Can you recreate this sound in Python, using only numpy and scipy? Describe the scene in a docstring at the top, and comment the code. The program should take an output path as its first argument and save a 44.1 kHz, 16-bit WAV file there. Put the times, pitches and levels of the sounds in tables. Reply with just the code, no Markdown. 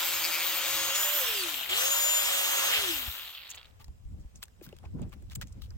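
"""An angle grinder bites into a composite shell on trestles in a garden, coasts, spins up again and runs down.
Its rotor and commutator sound as sine waves that follow the motor speed; gears, fan and brushes are shaped noise.
In the cut the disc knocks once a turn, ringing the panel, and grit scrapes; loose gears slap.
Then hands peel crackling film off the shell: clicks and grainy noise bursts, some knocking the hollow shell.
Low, lumpy noise is the wind on both microphone ports, over a faint hiss of far leaves and air."""
import sys
import numpy as np
from scipy import signal
from scipy.fft import rfft, irfft, next_fast_len
from scipy.io import wavfile
from scipy.ndimage import uniform_filter1d, map_coordinates

SR = 44100
rng = np.random.default_rng(int(sys.argv[2]) if len(sys.argv) > 2 else 0)


def int16_out(signal):
    """Quantize to a 16-bit WAV file."""
    q = np.round(np.clip(np.atleast_2d(signal).T, -1, 1) * 32767)
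    wavfile.write(sys.argv[1], SR, q.astype(np.int16))


N = 254456
SECONDS = np.arange(N) / SR


def amp(db):
    """Gain of a level in dB."""
    return 10 ** (np.asarray(db) / 20)


def unit(x):
    """x at rms 1."""
    return x / np.sqrt(np.mean(x ** 2) + 1e-20)


def tallest(x):
    """x with its peak at 1."""
    return x / np.max(np.abs(x))


def balance(db):
    """Left and right gains that differ by this many dB."""
    return amp([db / 2, -db / 2])


def curves(rows):
    """One value per sample for each column after the time."""
    s, *columns = np.transpose(rows)
    return [np.interp(SECONDS, s, column) for column in columns]


def swell(s, half_s):
    """A bell-shaped rise and fall around a moment."""
    return np.exp(-((SECONDS - s) / half_s) ** 2)


def wobble(rate):
    """A smooth random curve, rate knots a second."""
    knots = rng.standard_normal(int(N * rate / SR) + 4)
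    return map_coordinates(knots, [np.arange(N) * rate / SR])


def filtered(x, response):
    """x times a complex response of frequency."""
    m = next_fast_len(N + 8192)
    return irfft(rfft(x, m) * response(np.fft.rfftfreq(m, 1 / SR)), m)[..., :N]


def colour(points):
    """Response through (Hz, dB) points on a log axis."""
    f, db = np.transpose(points)
    return lambda hz: amp(np.interp(np.log(hz + 1), np.log(f + 1), db))


def modes(rows):
    """Causal response of (Hz, width Hz, dB) resonances, added with alternating sign."""
    def response(f):
        total = 0
        for k, (centre, width, db) in enumerate(rows):
            total += (-1) ** k * amp(db) * 1j * f * width / (centre * centre - f * f + 1j * f * width)
        return total
    return response


def peak(x, hz, width_hz):
    """One resonance with steep flanks: the same filter twice."""
    b, a = signal.iirpeak(hz, hz / width_hz, SR)
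    return signal.lfilter(b, a, signal.lfilter(b, a, x))


def pair(spread, patchy_db):
    """Stereo noise with patches of random gain; spread 0 is mono, .5 unrelated, 1 opposed."""
    z = signal.stft(rng.standard_normal((2, N)), nperseg=512)[2]
    patches = rng.standard_normal(z.shape[1:])
    for axis in (0, 1):
        patches = uniform_filter1d(patches, size=6, axis=axis)
    shared, opposed = signal.istft(z * amp(patchy_db * unit(patches)), nperseg=512)[1][:, :N]
    turn = np.clip(spread, 0, 1) * np.pi / 2
    shared, opposed = np.cos(turn) * shared, np.sin(turn) * opposed
    return np.array([shared + opposed, shared - opposed])


# How fast the motor spins. Each row: time in seconds, rotor turns a second in Hz.
MOTOR_SPEED = [(0, 556), (.17, 547), (.36, 553), (.55, 544), (.73, 548), (.89, 543), (.925, 547),
               (.95, 562), (1.0, 570), (1.08, 583), (1.17, 588), (1.21, 535), (1.26, 484), (1.38, 398),
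               (1.5, 312), (1.69, 180), (1.695, 352), (1.725, 365), (1.79, 497), (1.88, 553), (1.97, 576),
               (2.12, 586), (2.26, 580), (2.37, 557), (2.64, 547), (2.69, 528), (2.8, 415), (3.0, 265),
               (3.12, 200), (3.73, 5)]


def rotor_turns():
    """Counts the turns of the rotor so far, with a slight flutter of speed; also gives the plain speed."""
    speed = curves(MOTOR_SPEED)[0]
    unsteady_speed = uniform_filter1d(speed, size=300) * (1 + 0.00092 * wobble(30))
    return np.cumsum(unsteady_speed) / SR, speed


# How loud each part is at each speed, before the tool's nearness and the other changes below.
# Each row: rotor speed in Hz, then hum, fan air, gear rattle, housing hiss and brush hiss, all in dB.
LEVELS_BY_SPEED = [(5.03, -120, -105, -87, -97.5, -84), (18.5, -120, -70.5, -68, -93, -77),
                   (50.4, -120, -57, -50.5, -86, -68.5), (124, -110, -52.5, -41, -58.5, -47.5),
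                   (211, -61.5, -46, -40, -49.5, -41.5), (283, -55, -43.5, -36, -43.5, -39.5),
                   (332, -43.5, -43, -35, -40.5, -40), (476, -51, -39, -32, -37.5, -36.5),
                   (526, -44, -39, -34, -36.5, -34.5)]


def at_speed(speed):
    """Levels of the hum and the four noises at this rotor speed."""
    hz, *columns = np.transpose(LEVELS_BY_SPEED)
    return [np.interp(speed, hz, column) for column in columns]


# How the grip faces the ports, for the hum here and the noises below. Each row: time in seconds,
# how much earlier left hears in ms, left lead of the hum in radians, stereo spread from 0 to 1,
# fan air left over right in dB.
GRIP_FACING = [(0, 0.004, -4, 0.3, -5), (.9, 0.078, 0.4, 0.22, -2), (1.64, 0.0079, 0.6, 0.48, 2),
               (1.72, 0.19, 2.06, 0.29, -2.5), (2.68, 0.16, 2.5, 0.3, 3.5), (2.95, 0.16, 0.97, 0.39, 1.5),
               (3.3, 0.058, .9, 0.33, -0.5)]
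# The hum as the grip turns. Each row: time in seconds, dB above its level for the speed, left over right in dB.
HUM_CHANGES = [(0, 2, 3), (.5, -4.5, 2), (.95, -1.5, 3), (1.03, -8.5, 1), (1.1, 1.5, 3), (1.2, 5, 2),
               (1.3, 3.5, 1), (1.41, 4, -1), (1.5, -3.5, -4), (1.69, -7, -4), (1.72, 0, -4), (1.8, 5.5, 0),
               (2.0, 0.5, 0.5), (2.3, 1, 3.5), (2.65, -0.5, 3), (2.9, 4, -1), (3.1, 2, -8)]
# The commutator whine. Each row: time in seconds, level in dB before wobble and nearness.
WHINE_LEVEL = [(0, -45), (.15, -38.5), (.4, -40), (.58, -46), (.7, -37), (.88, -35), (.94, -40), (.96, -33),
               (1.07, -30.5), (1.11, -39), (1.17, -38), (1.195, -37), (1.23, -45), (1.26, -39), (1.44, -41),
               (1.6, -56), (1.75, -56), (1.8, -36.5), (2.0, -27.5), (2.17, -26.5), (2.3, -41), (2.4, -40),
               (2.68, -35), (2.71, -49), (3.1, -60), (3.3, -100)]
# The octave of the whine. 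Each row: time in seconds, level in dB before wobble and nearness.
OCTAVE_LEVEL = [(.9, -90), (1.0, -38), (1.19, -35), (1.26, -90), (1.82, -90), (1.92, -37), (2.22, -36),
                (2.3, -120)]
BARS = 12  # commutator bars passing the brushes in one rotor turn
FREE_HZ = 588  # rotor speed when it runs free
BLUR_RAD = 3  # phase wander of the whine, scaled by how unsteady the rotor is


def tones(turns, speed):
    """The unbalanced rotor hums once a turn; bars passing the brushes whine, with an octave above."""
    lead_rad = curves(GRIP_FACING)[1]
    more_db, pan_db = curves(HUM_CHANGES)
    hum_db = at_speed(speed)[0] + more_db + 1.64 * wobble(40)
    lead = np.array([lead_rad / 2, -lead_rad / 2])
    hum = amp(hum_db) * balance(pan_db) * np.sin(2 * np.pi * turns + lead)

    unsteady = np.clip(.98 - speed / FREE_HZ, 0, 1)  # rougher as the rotor slows
    whine_db = curves(WHINE_LEVEL)[0] + (1.5 + 6.1 * unsteady) * wobble(40.09)
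    blur = BLUR_RAD * unsteady * wobble(150)
    whine = amp(whine_db) * np.sin(2 * np.pi * BARS * turns + blur + [[.75], [-.75]])

    octave_db = curves(OCTAVE_LEVEL)[0] + 2.0 * wobble(44)
    return hum + whine + amp(octave_db) * np.sin(4 * np.pi * BARS * turns)


# The tone of the gear rattle. Each row: pitch in Hz, level in dB per Hz before the whole is set to its level.
RATTLE_TONE = [(760, -32), (1300, -30.5), (1820, -5.5), (2220, -6.5), (2780, 6), (3570, 4), (4010, -2),
               (5200, -27), (6760, -51.5), (11400, -120)]
# A duller, muffled rattle. Each row: pitch in Hz, relative level in dB per Hz.
MUFFLED_TONE = [(760, -21.5), (1300, -12), (1570, -12), (2440, 2), (2860, 0), (4520, 2), (5600, -14.5),
                (7280, -38.5), (12300, -120)]
DARK_CUTTING, DARK_FREE, DARK_SLOW = 0.85, 0.2, 0.6  # share of muffled rattle; slow is near standstill
CASE_HZ, CASE_WIDTH_HZ, CASE_DB = (2760, 3110, 3340), 70, -15  # gear case rings, each against the rattle
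TEETH_HZ, TEETH_WIDTH_HZ, TEETH_DB = 3800, 400, -4.5  # slack teeth tick brighter; dB before looseness


def gear_rattle(speed, spread, loose, ticks, chatter):
    """Gear teeth rattle as noise through a clear and a muffled tone; narrow rings are the gear case."""
    slow = (1 - speed / FREE_HZ) ** 4
    dark = DARK_FREE + (DARK_CUTTING - DARK_FREE) * cutting() + (DARK_SLOW - DARK_FREE) * slow
    dark = np.clip(dark, 0, 1)
    teeth = chatter * pair(spread, 1.42)
    rattle = np.sqrt(1 - dark) * unit(filtered(teeth, colour(RATTLE_TONE)))
    rattle += np.sqrt(dark) * unit(filtered(teeth, colour(MUFFLED_TONE)))
    case = sum(unit(peak(teeth, hz, CASE_WIDTH_HZ)) for hz in CASE_HZ)
    rattle = unit(rattle + amp(CASE_DB) * case)
    bright = unit(peak(pair(spread, 1.5), TEETH_HZ, TEETH_WIDTH_HZ))
    return rattle + amp(TEETH_DB) * loose * ticks * bright


# The tones of the fan air, housing hiss and brush hiss. 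Each row: pitch in Hz, relative level in dB per Hz.
AIR_TONE = [(120, -77.5), (200, -27.5), (316, -15), (464, -14.5), (548, -6.5), (628, -7.5), (1370, -0.5),
            (2400, -6), (3120, -55), (5280, -120)]
HOUSING_TONE = [(2470, -22.5), (4200, -28.5), (4910, 0.5), (5760, -1), (6710, 0), (7640, 1.5), (8860, -3),
                (10800, -6), (11500, -21.5), (22000, -120)]
BRUSH_TONE = [(9000, -37), (10500, -21.5), (11500, 3.5), (12500, 9), (13800, 8.5), (15000, 8), (16000, 4)]
# The tool swung about, also used by grinder(). Each row: time in seconds, nearness in dB,
# housing hiss above that in dB, brush hiss above that in dB, left over right in dB.
TOOL_SWING = [(0, 0, -2, -0.5, 1), (.18, -2, -0.5, 0.5, 1), (.6, -0.5, -3, -4.5, 2), (.7, 0, -1, -1, 2.5),
              (.935, 0.5, -3, -3, 1.5), (.955, 1, 2.5, -1.5, 2), (1.13, -0.5, 0, 6.5, -2.5),
              (1.35, -0.5, 1.5, 3, 0), (1.6, 0, 2.5, 1, 3), (1.72, 3.5, -3.5, -2.5, 2),
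              (1.8, 2.5, 1.5, -1, 2), (2.1, 1, 1, -2.5, 2.5), (2.35, 2.5, 0, -1, -0.5),
              (2.75, 4, -2, -2.5, -0.5), (2.95, 0.5, 1, 2.5, 3), (3.15, -2.5, 2.5, 3, 2.5),
              (3.4, -5.5, 0.5, -0.5, -0.5), (3.7, 3.5, 16.5, -2, -2)]
SURGE_S, SURGE_HALF_S, SURGE_DB = 2.755, 0.038, 2  # the gears rasp as the drive goes slack
HISS_PATCHY_DB = 2.7  # unevenness of both hisses
GEAR = 3.29  # rotor turns in one turn of the disc


def noises(turns, speed):
    """Fan air, gear teeth that thin out into ticks at low speed, and two hisses that swell each disc turn in the cut."""
    _, air_db, rattle_db, housing_db, brush_db = at_speed(speed)
    lead_ms, _, spread, air_pan_db = curves(GRIP_FACING)
    _, vent_db, facing_db, _ = curves(TOOL_SWING)

    hits = rng.random(N) < (150 + 4 * speed) / SR
    ticks = uniform_filter1d(hits * amp(2.1 * rng.exponential(size=N)), size=40)
    ticks = ticks / np.sqrt(np.abs(uniform_filter1d(ticks ** 2, size=4000)) + 1e-9)
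    loose = np.clip(.72 - speed / 1000, 0, 1)  # the load holds the teeth together at speed
    chatter = 1 - loose + loose * ticks

    def hiss(tone, wide, patchy_db):
        return unit(filtered(pair(wide, patchy_db), colour(tone)))

    air = amp(air_db) * balance(air_pan_db) * (1 + chatter) / 2 * hiss(AIR_TONE, 0.91 * spread, 1.5)
    rattle_db = rattle_db + SURGE_DB * swell(SURGE_S, SURGE_HALF_S)
    body = air + amp(rattle_db) * gear_rattle(speed, spread, loose, ticks, chatter)
    shift = lead_ms * SR / 2000  # half the lead, in samples, for each side
    body = np.array([map_coordinates(side, [np.arange(N) + sign * shift], order=1, mode="nearest")
                     for side, sign in zip(body, (1, -1))])

    housing = amp(housing_db + vent_db) * hiss(HOUSING_TONE, 0.41, HISS_PATCHY_DB) * balance(np.array([1.2]))
    brushes = amp(brush_db + facing_db) * hiss(BRUSH_TONE, 0.27, HISS_PATCHY_DB) * balance(np.array([2.8]))
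    gate = 1 + cutting() * 0.47 * np.cos(np.pi * turns / GEAR) ** 6
    return body + gate * (housing + brushes)


CUT_ENDS_S, LIFT_S = .9, 0.04  # the disc leaves the panel


def cutting():
    """1 while the disc is in the panel, fading to 0 as it lifts."""
    return np.clip((CUT_ENDS_S + LIFT_S - SECONDS) / LIFT_S, 0, 1)


# Three panel resonances, one list each. Each row: pitch in Hz, width in Hz (for one pass), level in dB
# before the knock is set to its own level.
PANEL_RINGS = [(2384, 520, 1.5)], [(4640, 850, 0)], [(3690, 1400, 0)]
# The disc bites harder. Each row: time in seconds, half length in seconds, dB more in each of the three resonances.
HARD_BITES = [(.25, 0.021, 11, 20, 1), (.345, 0.036, 12, 12, 0.96), (.42, 0.035, 8.4, 3, 0.97),
              (.7, 0.03, 0.92, 1, 3.7)]
KNOCK_DB = (-48, -53.5, -46)  # in the three panel resonances, before bites
DRONE_DB = -56  # the part with two cycles a spindle turn


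def disc(turns):
    """The high spot of the disc strikes the panel once a spindle turn; the spindle drones, mostly twice a turn."""
    knocks_db = np.array(KNOCK_DB)[:, None]
    knocks_db = knocks_db + sum(np.outer(more, swell(s, half_s)) for s, half_s, *more in HARD_BITES)
    blows = np.diff(np.floor(turns / GEAR), prepend=0) * amp(1.0 * rng.standard_normal(N))
    knock = np.zeros(N)
    for db, rows in zip(knocks_db, PANEL_RINGS):
        # a soft blow: each resonance acts twice, so its flanks fall steeply
        knock += amp(db) * unit(filtered(blows, lambda f: modes(rows)(f) ** 2))
    spindle = np.sin(4 * np.pi * turns / GEAR) + 0.2 * np.sin(2 * np.pi * turns / GEAR)
    drone = amp(DRONE_DB + 1.5 * wobble(28)) * spindle
    return cutting() * (drone + np.array([knock, 0.91 * np.roll(knock, 2)]))


# Grit scraping in the cut. Each row: time in seconds, level in dB before the burst shape.
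GRIT_LEVEL = [(0, -31.5), (.035, -38), (.056, -25.5), (.11, -35.5), (.166, -31.5), (.2, -46), (.246, -30.5),
              (.29, -43), (.351, -33.5), (.395, -45.5), (.466, -25.5), (.53, -34.5), (.586, -26),
              (.63, -42), (.7, -33.5), (.72, -42), (.776, -30.5), (.835, -45), (.86, -37.5), (.92, -50)]
# The tone of the scraping. Each row: pitch in Hz, relative level in dB per Hz.
SCRAPE_TONE = [(10000, -42), (11500, -10.5), (13000, 4), (15000, 9), (16000, -7)]


def grit(turns):
    """Bright scraping that bursts as the high spot of the disc passes."""
    burst = cutting() * np.cos(np.pi * turns / GEAR) ** 4
    scrape = unit(filtered(pair(.36, 1.5), colour(SCRAPE_TONE)))
    return amp(curves(GRIT_LEVEL)[0]) * burst * scrape * balance(np.array([3.2]))


# Gear teeth slapping as the drive unloads. Each row: time in seconds, level in dB before the fade, ring in Hz.
GEAR_SLAPS = [(0.95, -26.5, 2700), (0.96, -23.5, 4350), (1.5426, -20, 3200), (1.632, -21, 2940),
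              (1.66, -25, 2050), (1.6925, -32.5, 2250), (1.712, -26.5, 3040), (3.021, -23, 3250),
              (3.1153, -26.5, 3800), (3.209, -34.5, 2860), (3.256, -31, 3900), (3.3048, -39.5, 3920),
              (3.349, -37, 2900), (3.371, -45.5, 3750), (3.4507, -41, 4060), (3.478, -41, 4030),
              (3.5355, -42, 3900), (3.5894, -43, 3900), (3.6043, -47, 3700), (3.6567, -43.5, 3950)]
GUARD_HZ, GUARD_DB = 7800, -14  # the disc guard rings along; dB against the main ring


def slaps():
    """Each slap rings the gear case and the guard for a few milliseconds."""
    out, t = np.zeros(N), np.arange(1300) / SR
    for s, db, hz in GEAR_SLAPS:
        ring = np.sin(2 * np.pi * hz * t) + amp(GUARD_DB) * np.sin(2 * np.pi * GUARD_HZ * t)
        ring += 0.12 * rng.standard_normal(len(t))
        fade = amp(db - 60 * t / 0.009) * (1 - np.exp(-t / 0.00024))
        out[round(s * SR):][:len(t)] += fade * ring
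    return out


def grinder():
    """The whole tool, swung to and fro in front of the microphone."""
    turns, speed = rotor_turns()
    near_db, *_, pan_db = curves(TOOL_SWING)
    motor = amp(near_db) * (tones(turns, speed) + noises(turns, speed))
    return (motor + disc(turns) + grit(turns) + slaps()) * balance(pan_db)


# Film snaps. Each row: time in seconds, level in dB before scaling, ring in Hz,
# treble against that level in dB, shell knock against it in dB (both before scaling).
FILM_SNAPS = [(3.843, -40, 4560, -19, -30), (3.881, -49, 840, -17.5, -7.5), (4.357, -34, 6500, -30, -29),
              (4.428, -31, 3460, -12.5, -43), (4.435, -28.5, 7800, -20, -27),
              (4.454, -50.5, 6590, -14, -30), (4.481, -52.5, 1790, -15.5, -17),
              (4.611, -47, 2400, -27, 12.5), (4.664, -45, 1500, -14, -23), (4.689, -46, 3340, -14, -3),
              (4.726, -42.5, 2900, -26.5, 7.5), (4.765, -56.5, 6950, -7.5, -26),
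              (4.786, -50.5, 3350, -12, -16), (4.837, -43.5, 810, -46.5, 5.5), (4.854, -44, 2560, -33, 1),
              (4.992, -42, 1060, -34, 7.5), (5.017, -42.5, 7050, -22.5, -2),
              (5.094, -52.5, 7510, -19.5, -1), (5.127, -43, 1110, -23.5, -12), (5.223, -51, 7450, -20, 0),
              (5.298, -43, 3870, -20, -22), (5.357, -25.5, 7500, -21.5, -48), (5.618, -51, 1250, -30, -20),
              (5.413, -30, 1740, -14.5, -33), (5.422, -35.5, 1740, -25.5, -35),
              (5.471, -45.5, 6100, -19, -38.5), (5.504, -59, 988, -24, -16), (5.619, -42.5, 3900, -15, -35),
              (5.638, -48, 3200, -28, -29), (5.705, -40.5, 4970, -26, -15)]
# Film sliding and tearing; the narrow rows ring briefly. Each row: time in seconds, length in seconds,
# level in dB before shaping, centre in Hz, width in Hz before widening, treble against that level in dB.
FILM_RUSTLES = [(3.492, 0.024, -43.5, 6700, 795, -1), (3.545, 0.017, -52, 7000, 884, 2),
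                (3.794, 0.038, -61.5, 883, 39.4, 0.5), (3.795, 0.025, -65, 1170, 40, -21),
                (3.793, 0.031, -59, 2760, 1990, -6), (4.195, 0.029, -70.5, 6300, 2500, -1.5),
                (4.349, 0.03, -62.5, 6560, 3070, -7.5), (4.418, 0.023, -53, 2870, 4130, -4),
                (4.605, 0.11, -65, 1200, 1500, -3), (4.624, 0.033, -53.5, 6050, 6000, 9),
                (4.734, 0.021, -71, 2480, 2480, -15.5), (4.826, 0.041, -59, 696, 597, -18.5),
                (4.847, 0.014, -64, 1900, 2440, -12.5), (4.953, 0.126, -61, 600, 394, -22),
                (4.985, 0.0185, -61, 1100, 700, -15.5), (5.017, 0.022, -60.5, 3000, 1500, -14),
                (5.119, 0.023, -56, 1520, 1560, -2), (5.304, 0.029, -53.5, 2470, 3005, -3),
                (5.351, 0.0066, -36.5, 7260, 4000, 6.5), (5.411, 0.02, -43.5, 1830, 3060, -6),
                (5.464, 0.029, -65, 6100, 4020, -10), (5.521, 0.01, -60.5, 6840, 2980, -5),
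                (5.611, 0.044, -59.5, 3620, 1320, 1.5), (5.703, 0.019, -64.5, 1300, 500, -6)]
# The hollow shell's resonances. Each row: pitch in Hz, width in Hz, relative level in dB.
SHELL_RINGS = [(342, 47, 8), (600, 360, -7)]


def film():
    """Snaps are clicks of a few milliseconds that also knock the hollow shell; rustles are ragged, grainy bursts."""
    out, knocks, t = np.zeros((2, N + SR)), np.zeros(N + SR), np.arange(SR // 8) / SR
    treble = signal.butter(3, 11000, "high", fs=SR)
    ports = np.array([[0.97, 0.29], [0.19, 0.96]])  # how two noises mix into left and right
    for s, db, hz, treble_db, knock_db in FILM_SNAPS:
        at = slice(round(s * SR), round(s * SR) + len(t))
        fade = (amp(-20 * t / 0.004) + amp(-26 - 20 * t / 0.017)) * (1 - np.exp(-t / 0.0008))
        click = fade * (ports @ rng.standard_normal((2, len(t))))
        out[:, at] += 0.51 * amp(db) * tallest(peak(click, hz, 0.3 * hz))
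        bright = 6.4 * tallest(signal.lfilter(*treble, click)) + 4.8 * tallest(peak(click, 3150, 8000))
        out[:, at] += amp(db + treble_db) * bright
        thud = t / 0.0053 * np.exp(-t / 0.0033) * rng.standard_normal(len(t))
        knocks[at] += amp(db + knock_db - 5.0) * thud
    for s, length, db, hz, width_hz, treble_db in FILM_RUSTLES:
        at = slice(round(s * SR), round(s * SR) + len(t))
        shape = (1 - np.exp(-t / (0.2 * length))) / (1 + (t / length) ** 6)
        specks = (rng.random(len(t)) < .02) * rng.exponential(size=len(t))
        grains = 1.2 + 22 * uniform_filter1d(specks, size=40)
        hiss = unit(grains) * (ports @ rng.standard_normal((2, len(t))))
        band = unit(peak(hiss, hz, 1.9 * width_hz))
        out[:, at] += amp(db) * shape * (band + amp(treble_db) * unit(signal.lfilter(*treble, hiss)))
    return out[:, :N] + 12 * filtered(knocks[:N], modes(SHELL_RINGS)) * [[1], [.7]]


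def fidget():
    """Faint random creases of the film while hands hold it: short decaying bursts of noise."""
    held = np.interp(SECONDS, [3.7, 3.9], [0, 1])
    creases = (rng.random(N) < 80 / SR) * amp(3.9 * rng.exponential(size=N))
    creases = signal.lfilter([1], [1, -np.exp(-1 / (0.0026 * SR))], creases)
    return amp(-81.5) * held * creases * peak(pair(0.26, 5), 3000, 9800)


# How hard the wind buffets. Each row: time in seconds, level in dB.
BUFFET_LEVEL = [(0, -65), (.75, -62), (1.4, -65), (2.7, -66), (2.95, -51), (3.09, -59), (3.14, -61.5),
                (3.45, -67), (3.82, -55.5), (3.9, -46), (3.99, -58), (4.07, -42.5), (4.25, -56),
                (4.32, -54.5), (4.42, -52), (4.55, -61), (4.8, -53), (5.03, -37.5), (5.11, -48),
                (5.38, -42.5), (5.73, -45.5), (5.77, -41)]
# The tones of the low buffet and the higher flutter. Each row: pitch in Hz, relative level in dB per Hz.
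BUFFET_TONE = [(12, -31), (20, -10.5), (38, -2), (57, 2.5), (90, -1), (113, -6), (200, -31), (260, -33),
               (440, -120)]
FLUTTER_TONE = [(65, -29.5), (110, 3.5), (179, 5.5), (605, -21), (2200, -56), (4840, -120)]
# The flutter swells. Each row: time in seconds, half length in seconds, dB more.
FLUTTER_SWELLS = [(4.182, 0.046, 10), (4.65, 0.068, 11.5), (4.86, 0.032, -4), (5.022, 0.17, 11)]
# Gusts that thump the ports. Each row: time in seconds, level in dB before the thump's shape, pitch in Hz.
GUST_THUMPS = [(2.782, -45, 67), (3.077, -33.5, 68.4), (3.884, -36.5, 68.5), (4.055, -33, 44.5),
               (4.139, -40, 74), (4.197, -39, 48.1), (4.249, -37, 50.5), (4.859, -35.5, 77),
               (5.37, -36.5, 122)]
BREEZE_DB, FLUTTER_DB = -55.5, -66.5  # buffet of a light breeze, and the flutter at that buffet
FLUTTER_GROWS = 0.98  # dB of flutter gained for each dB of buffet


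def wind():
    """Buffeting, lumpy and loosely related on the two ports, with single thumps of a cycle or two."""
    buffet_db, = curves(BUFFET_LEVEL)
    flutter_db = FLUTTER_DB + FLUTTER_GROWS * (buffet_db - BREEZE_DB)
    flutter_db += sum(more * swell(s, half_s) for s, half_s, more in FLUTTER_SWELLS)
    lumps = amp(3 * np.array([wobble(14), wobble(18)]))
    buffet = unit(lumps * filtered(pair(0.37, 1.3), colour(BUFFET_TONE)))
    flutter = unit(lumps * amp(4.0 * wobble(40)) * filtered(pair(0.43, 1.4), colour(FLUTTER_TONE)))
    out, t = amp(buffet_db) * buffet + amp(flutter_db) * flutter, np.arange(4000) / SR
    for s, db, hz in GUST_THUMPS:
        phase = rng.uniform(0, 2 * np.pi) + np.array([[.45], [-.45]])
        shape = amp(db + 13.5) * t / 0.012 * np.exp(-t / 0.0078)
        out[:, round(s * SR):][:, :len(t)] += shape * np.sin(2 * np.pi * hz * t + phase)
    return out


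# The tone of the garden. Each row: pitch in Hz, relative level in dB per Hz.
GARDEN_TONE = [(180, -32), (300, -15.5), (439, 2), (1650, -9), (2800, -11), (5160, -17.5), (7190, -20.5),
               (11100, -45), (14200, -29.5), (15600, -38.5)]
GARDEN_DB = -70  # before a slow wobble


def garden():
    """Far leaves and air: soft noise that slowly wavers."""
    return amp(GARDEN_DB + 1.7 * wobble(5)) * unit(filtered(pair(0.6, 1.4), colour(GARDEN_TONE)))


# A dull band of the microphone port, heard on the film. Each row: pitch in Hz, gain in dB.
PORT_TONE = [(8000, 1), (10500, -4.5), (12500, -1)]


def scene():
    """All sources in the open air; the hands work nearer the left port."""
    left, right = filtered(film() + fidget(), colour(PORT_TONE))
    hands = np.array([amp(1.5) * left, np.roll(right, 5)])  # right hears 5 samples later
    return grinder() + hands + wind() + garden()


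TOP_HZ = 15850  # band limit


def record(dry):
    """Keeps nothing above the band limit."""
    return filtered(dry, lambda hz: hz < TOP_HZ)


dry = scene()
out = record(dry)
int16_out(out)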